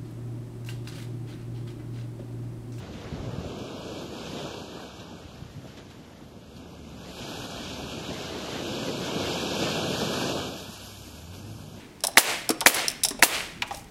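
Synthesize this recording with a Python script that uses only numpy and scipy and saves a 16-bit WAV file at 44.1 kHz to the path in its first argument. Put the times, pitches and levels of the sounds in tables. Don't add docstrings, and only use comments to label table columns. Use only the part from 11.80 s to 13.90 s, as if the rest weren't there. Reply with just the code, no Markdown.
import sys
import numpy as np
from scipy import signal
from scipy.fft import rfft, irfft
from scipy.io import wavfile
from scipy.ndimage import uniform_filter1d

SR = 44100
rng = np.random.default_rng(int(sys.argv[2]) if len(sys.argv) > 2 else 0)


def level_to_linear(level):
    exponent = np.asarray(level, float) / 20
    return 10 ** exponent


def store_wav(level_fs):
    pcm = np.round(np.clip(np.atleast_2d(level_fs), -1, 1) * 32767)
    wavfile.write(sys.argv[1], SR, pcm.T.astype(np.int16))


N = 92610
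PAD = int(.5 * SR)
VALVE_S = .004

# (frequency [Hz], level [dB])
OUTDOOR_SPECTRUM = [(12, -44), (20, -4), (130, -4), (270, -7.5), (388, -12), (499, -16.5), (542, -26),
                    (624, -20), (16000, -43)]
# (time [s], level [dB])
GUST = [
    (0, -15),
    (.7, -6),
    (1.4, 0),
    (2.1, -2.5),
]
# (frequency [Hz], echo level [dB], ring time T60 [s])
TREE_BANDS = [(155, -33, 0.77), (378, -14.5, 0.42), (638, -12.5, 0.52), (1115, -9, 0.33),
              (2130, -9.5, 0.63), (3530, -10, 0.5), (7000, -13.5, 0.52), (12300, -33, 0.27)]
# (time [s], level [dB])
JINGLE_LEVEL = [
    (1.862, -57),
    (1.88, -47),
    (1.91, -58),
    (1.95, -44),
    (2.0, -47.5),
    (2.03, -57),
    (2.06, -67),
]
# (frequency [Hz], width [Hz], level [dB])
STEEL_PARTS = [(3700, 400, -4), (4500, 400, -4), (5400, 350, 1), (6800, 600, -2), (10300, 900, 0)]
# (time [s], level [dB], ring time T60 [s], centre frequency [Hz])
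RATTLES = [(0.2058, -37, 0.011, 5560), (0.2371, -17, 0.042, 5600), (0.2488, -18.5, 0.016, 6500),
           (.2697, -13, 0.013, 7900), (0.28, -47, 0.026, 7000), (.316, -39.5, 0.0098, 6000),
           (.3355, -43, .02, 4500), (0.36, -64, 0.012, 4000), (0.6909, -13.5, 0.018, 7000),
           (0.7041, -20, 0.041, 5560), (0.8068, -19, 0.014, 7000), (0.8114, -17.5, 0.01, 4900),
           (.8225, -54, 0.018, 8000), (0.9435, -11, 0.032, 8000), (0.963, -26, 0.045, 7900),
           (1.082, -11.5, 0.016, 5830), (1.115, -31, 0.014, 8850), (1.2344, -14.5, 0.023, 6500),
           (1.2383, -10, 0.011, 7000), (1.2467, -32, 0.026, 8160), (1.2483, -14, 0.043, 5560),
           (1.263, -32, 0.018, 9000), (1.2855, -20, 0.033, 7400), (1.307, -28.5, 0.041, 5200),
           (1.3932, -38.5, 0.034, 6000), (1.8193, -35.5, 0.01, 3950), (1.1015, -26, 0.016, 5600),
           (1.924, -42, .03, 6000), (1.945, -34.5, 0.04, 5870), (1.991, -56, 0.062, 5880)]
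# (multiple of the lowest mode [1], level [dB], share of the ring time [1])
TIMBER_MODES = [(1, -5, 0.9), (1.35, -8.5, 0.62), (2.1, -11.5, 0.56), (3.6, -11.5, 0.91),
                (5.3, -15.5, 0.65)]
# (time [s], level
# [dB], ring time T60 [s], lowest mode [Hz])
KNOCKS = [(0.2387, -14.5, 0.078, 690), (.281, -25, 0.074, 770), (0.355, -32, 0.053, 780),
          (.6925, -11, 0.043, 632), (.7012, -10, .11, 321.4), (0.813, -15.5, 0.094, 887),
          (1.248, -24, 0.18, 654), (1.309, -23.5, 0.12, 287.4), (1.345, -31, 0.12, 268),
          (1.391, -24, 0.089, 610), (1.823, -22, 0.14, 933), (1.8205, -7, 0.051, 2610),
          (1.908, -21, 0.13, 807), (1.94, -29.5, 0.11, 662)]
# (frequency [Hz], level [dB])
SLAM_AIR = [(88, -22), (150, -13), (759, 15), (1690, 4), (2360, 7.5), (7920, 2), (8730, -27), (10600, 0),
            (16000, -42)]
# (frequency [Hz], width [Hz], level [dB])
SLAM_BODY = [(2270, 400, 0), (2850, 300, -2), (4300, 500, -4), (6370, 600, -4), (10600, 700, -2)]
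# (frequency [Hz], level [dB], ring time T60 [s])
RAFTER_MODES = [(335, -9, .045), (512, -8, .05), (675, -11, .05), (897, -11, .045)]
# (frequency [Hz], level [dB])
EXHAUST_SPECTRUM = [(120, -46), (200, -5.5), (635, 0.5), (1140, -7.5), (3070, 1), (3370, -3.5),
                    (10700, 0.5), (16000, -5)]
# (time [s], level [dB], echo level [dB])
SHOTS = [
    (-.32, -5.5, -10.5),
    (.3731, -0.5, -6.5),
    (0.8619, -0.5, -7),
    (1.4258, -1, -8),
]


def unit(x):
    return x / np.sqrt(np.mean(x ** 2))


def band(x, hz, width):
    return signal.lfilter(*signal.iirpeak(min(hz, .45 * SR), hz / width, fs=SR), x)


def highpass(x, hz):
    return signal.lfilter(*signal.butter(2, hz, "high", fs=SR), x)


def colour(x, table):
    hz, db = np.array(table).T
    f = np.maximum(np.fft.rfftfreq(len(x), 1 / SR), 1)
    gain = level_to_linear(np.interp(np.log(f), np.log(hz), db))
    return unit(irfft(rfft(x) * gain, len(x)))


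def fade(t, t60, hold=0., rise=0.00018):
    return np.clip(t / rise, 0, 1) * level_to_linear(-60 * np.clip(t - hold, 0, None) / t60)


def spiky(n, scatter_db):
    grains = np.repeat(rng.exponential(size=n // 12 + 1), 12)[:n]
    return unit(rng.standard_normal(n) * level_to_linear(scatter_db * grains))


def body(x, peaks):
    out = 0
    for k, (hz, width, db) in enumerate(peaks):
        out = out + (-1) ** k * level_to_linear(db) * band(x, hz, width)
    return unit(out)


def add(track, s, x):
    i = PAD + int(round(s * SR))
    track[i:i + len(x)] += x[:len(track) - i]


def outdoors():
    level_db, flicker_db = -46.5, 2.5
    x = colour(rng.standard_normal(N), OUTDOOR_SPECTRUM)
    gust_db = np.interp(np.arange(N) / SR, *np.array(GUST).T)
    k = int(SR / 9)
    out = 0
    for hz in 30 * 2. ** np.arange(10):
        walk = uniform_filter1d(np.repeat(rng.standard_normal(N // k + 1), k), k)[:N]
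        gain_db = flicker_db * walk + gust_db * (hz < 200)
        out = out + level_to_linear(gain_db) * band(x, hz, 1.28 * hz)
    return unit(out) * level_to_linear(level_db)


def trees():
    rise_s, grain_db = 0.029, 2
    n = int(.8 * SR)
    t = np.arange(n) / SR
    swell = 1 - np.exp(-t / rise_s)
    out = 0
    for hz, db, t60 in TREE_BANDS:
        x = unit(band(band(spiky(n, grain_db), hz, 0.8 * hz), hz, 1.24 * hz))
        out = out + level_to_linear(db) * x * swell * fade(t, t60)
    return out


def jingle():
    ticks_per_s, centre_hz, smear_s = 290, 6500, 0.00077
    ticks = (rng.random(N) < ticks_per_s / SR) * level_to_linear(4.1 * rng.exponential(size=N))
    env = signal.lfilter([1], [1, -np.exp(-1 / (smear_s * SR))], ticks) + 0.9
    steel = unit(band(env * rng.standard_normal(N), centre_hz, 5700))
    s, db = np.array(JINGLE_LEVEL).T
    return steel * level_to_linear(np.interp(np.arange(N) / SR, s, db, -120))


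def rattle(db, t60, hz):
    spike_db, steel_db, scatter_db = 2.5, -6, 3
    after_db, after_t60 = -19.5, 0.12
    width = 1.25 * hz
    n = int(.1 * SR)
    t = np.arange(n) / SR
    x = spiky(n, spike_db)
    parts = []
    for part_hz, part_width, part_db in STEEL_PARTS:
        detune, lift = rng.standard_normal(2)
        parts.append((part_hz * (1 + 0.014 * detune), part_width, part_db + scatter_db * lift))
    tone = band(band(x + level_to_linear(steel_db) * body(x, parts), hz, width), hz, width)
    env = fade(t, t60) + level_to_linear(after_db) * fade(t, after_t60)
    return level_to_linear(db) * unit(tone * env) / unit(env).max()


def knock(hz, t60):
    clean_below_hz, top_hz = 370, 3600
    rough_db, ring_db = -1, 5
    t = np.arange(int(.2 * SR)) / SR
    x = rng.standard_normal(len(t))
    out = 0
    for multiple, db, share in TIMBER_MODES:
        detune = 0.017 * rng.standard_normal() * (multiple > 1)
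        f = hz * multiple * (1 + detune)
        clean = 1 / (1 + (f / clean_below_hz) ** 2)
        ring = level_to_linear(ring_db) * clean * np.sin(2 * np.pi * f * t)
        scrape = level_to_linear(rough_db) * (1 - clean) * unit(band(band(x, f, .5 * f), f, .5 * f))
        size = level_to_linear(db) / (1 + (f / top_hz) ** 2)
        out = out + size * (ring + scrape) * fade(t, t60 * share, 0., 0.00077)
    return out


def valve_hiss(t):
    hiss = unit(band(rng.standard_normal(len(t)), 10800, 5000))
    return level_to_linear(-18.5) * hiss * fade(t + VALVE_S, 0.03, VALVE_S, rise=.005)


def air_pop(t):
    swing = -level_to_linear(9) * np.sin(2 * np.pi * 1950 * t) * fade(t, .003, .00055, rise=.0001)
    puff = level_to_linear(-4) * colour(spiky(len(t), 1.5), SLAM_AIR) * fade(t, .022)
    return swing + puff


def driver_slam(t):
    level_db, ring_db = -2, -3
    x = spiky(len(t), 2.6)
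    crack = colour(x, SLAM_AIR) + level_to_linear(ring_db) * body(x, SLAM_BODY)
    crack = highpass(crack * fade(t, .016, 0.0042), 900)
    thud = 0
    for hz, db, t60 in RAFTER_MODES:
        thud = thud + level_to_linear(db) * np.sin(2 * np.pi * hz * t) * fade(t, t60, 0., 0.00039)
    return level_to_linear(level_db) * (crack + thud)


def exhaust(t):
    return level_to_linear(-6) * colour(spiky(len(t), 1.6), EXHAUST_SPECTRUM) * fade(t, 0.15, 0.016, rise=0.0013)


def piston_return(t):
    return level_to_linear(-8) * unit(band(spiky(len(t), 2.5), 900, 1260)) * fade(t, .04)


def shot():
    slam_after_s, return_after_s = 0.00606, .036
    t = np.arange(int(.25 * SR)) / SR - VALVE_S
    air = valve_hiss(t) + air_pop(t)
    stroke = driver_slam(t - slam_after_s) + exhaust(t - slam_after_s)
    return air + stroke + piston_return(t - return_after_s)


def scene():
    handling_echo_db, mic_low_hz = -44, 170
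    shots, handling = np.zeros(N + PAD), np.zeros(N + PAD)
    for s, db, echo_db in SHOTS:
        add(shots, s - VALVE_S, level_to_linear(db) * shot())
        add(shots, s, level_to_linear(echo_db) * trees())
    for s, db, t60, hz in RATTLES:
        add(handling, s, rattle(db, t60, hz))
    for s, db, t60, hz in KNOCKS:
        add(handling, s, level_to_linear(db) * knock(hz, t60))
    echo = level_to_linear(handling_echo_db) * signal.fftconvolve(handling, trees())[:N + PAD]
    near = highpass(shots + handling + echo, mic_low_hz)[PAD:]
    return (near + jingle() + outdoors())[None]


def top_cut(x):
    return signal.sosfilt(signal.butter(12, 16510, fs=SR, output="sos"), x)


def record(dry):
    duck_db, attack_s, hold_s, release_s = -17, .016, .045, .08
    top_hz = 15800
    t = np.arange(N) / SR
    gain_db = 0
    for s, *_ in SHOTS:
        dive = 1 - np.exp(-np.clip(t - s, 0, None) / attack_s)
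        recovered = np.clip((t - s - hold_s) / release_s, 0, 1)
        gain_db = gain_db + duck_db * dive * (1 - recovered)
    x = np.clip(dry * level_to_linear(gain_db), -.97, .97)
    x = signal.sosfilt(signal.ellip(8, .2, 32, top_hz, fs=SR, output="sos"), x)
    return top_cut(x)


dry = scene()
out = record(dry)
store_wav(out)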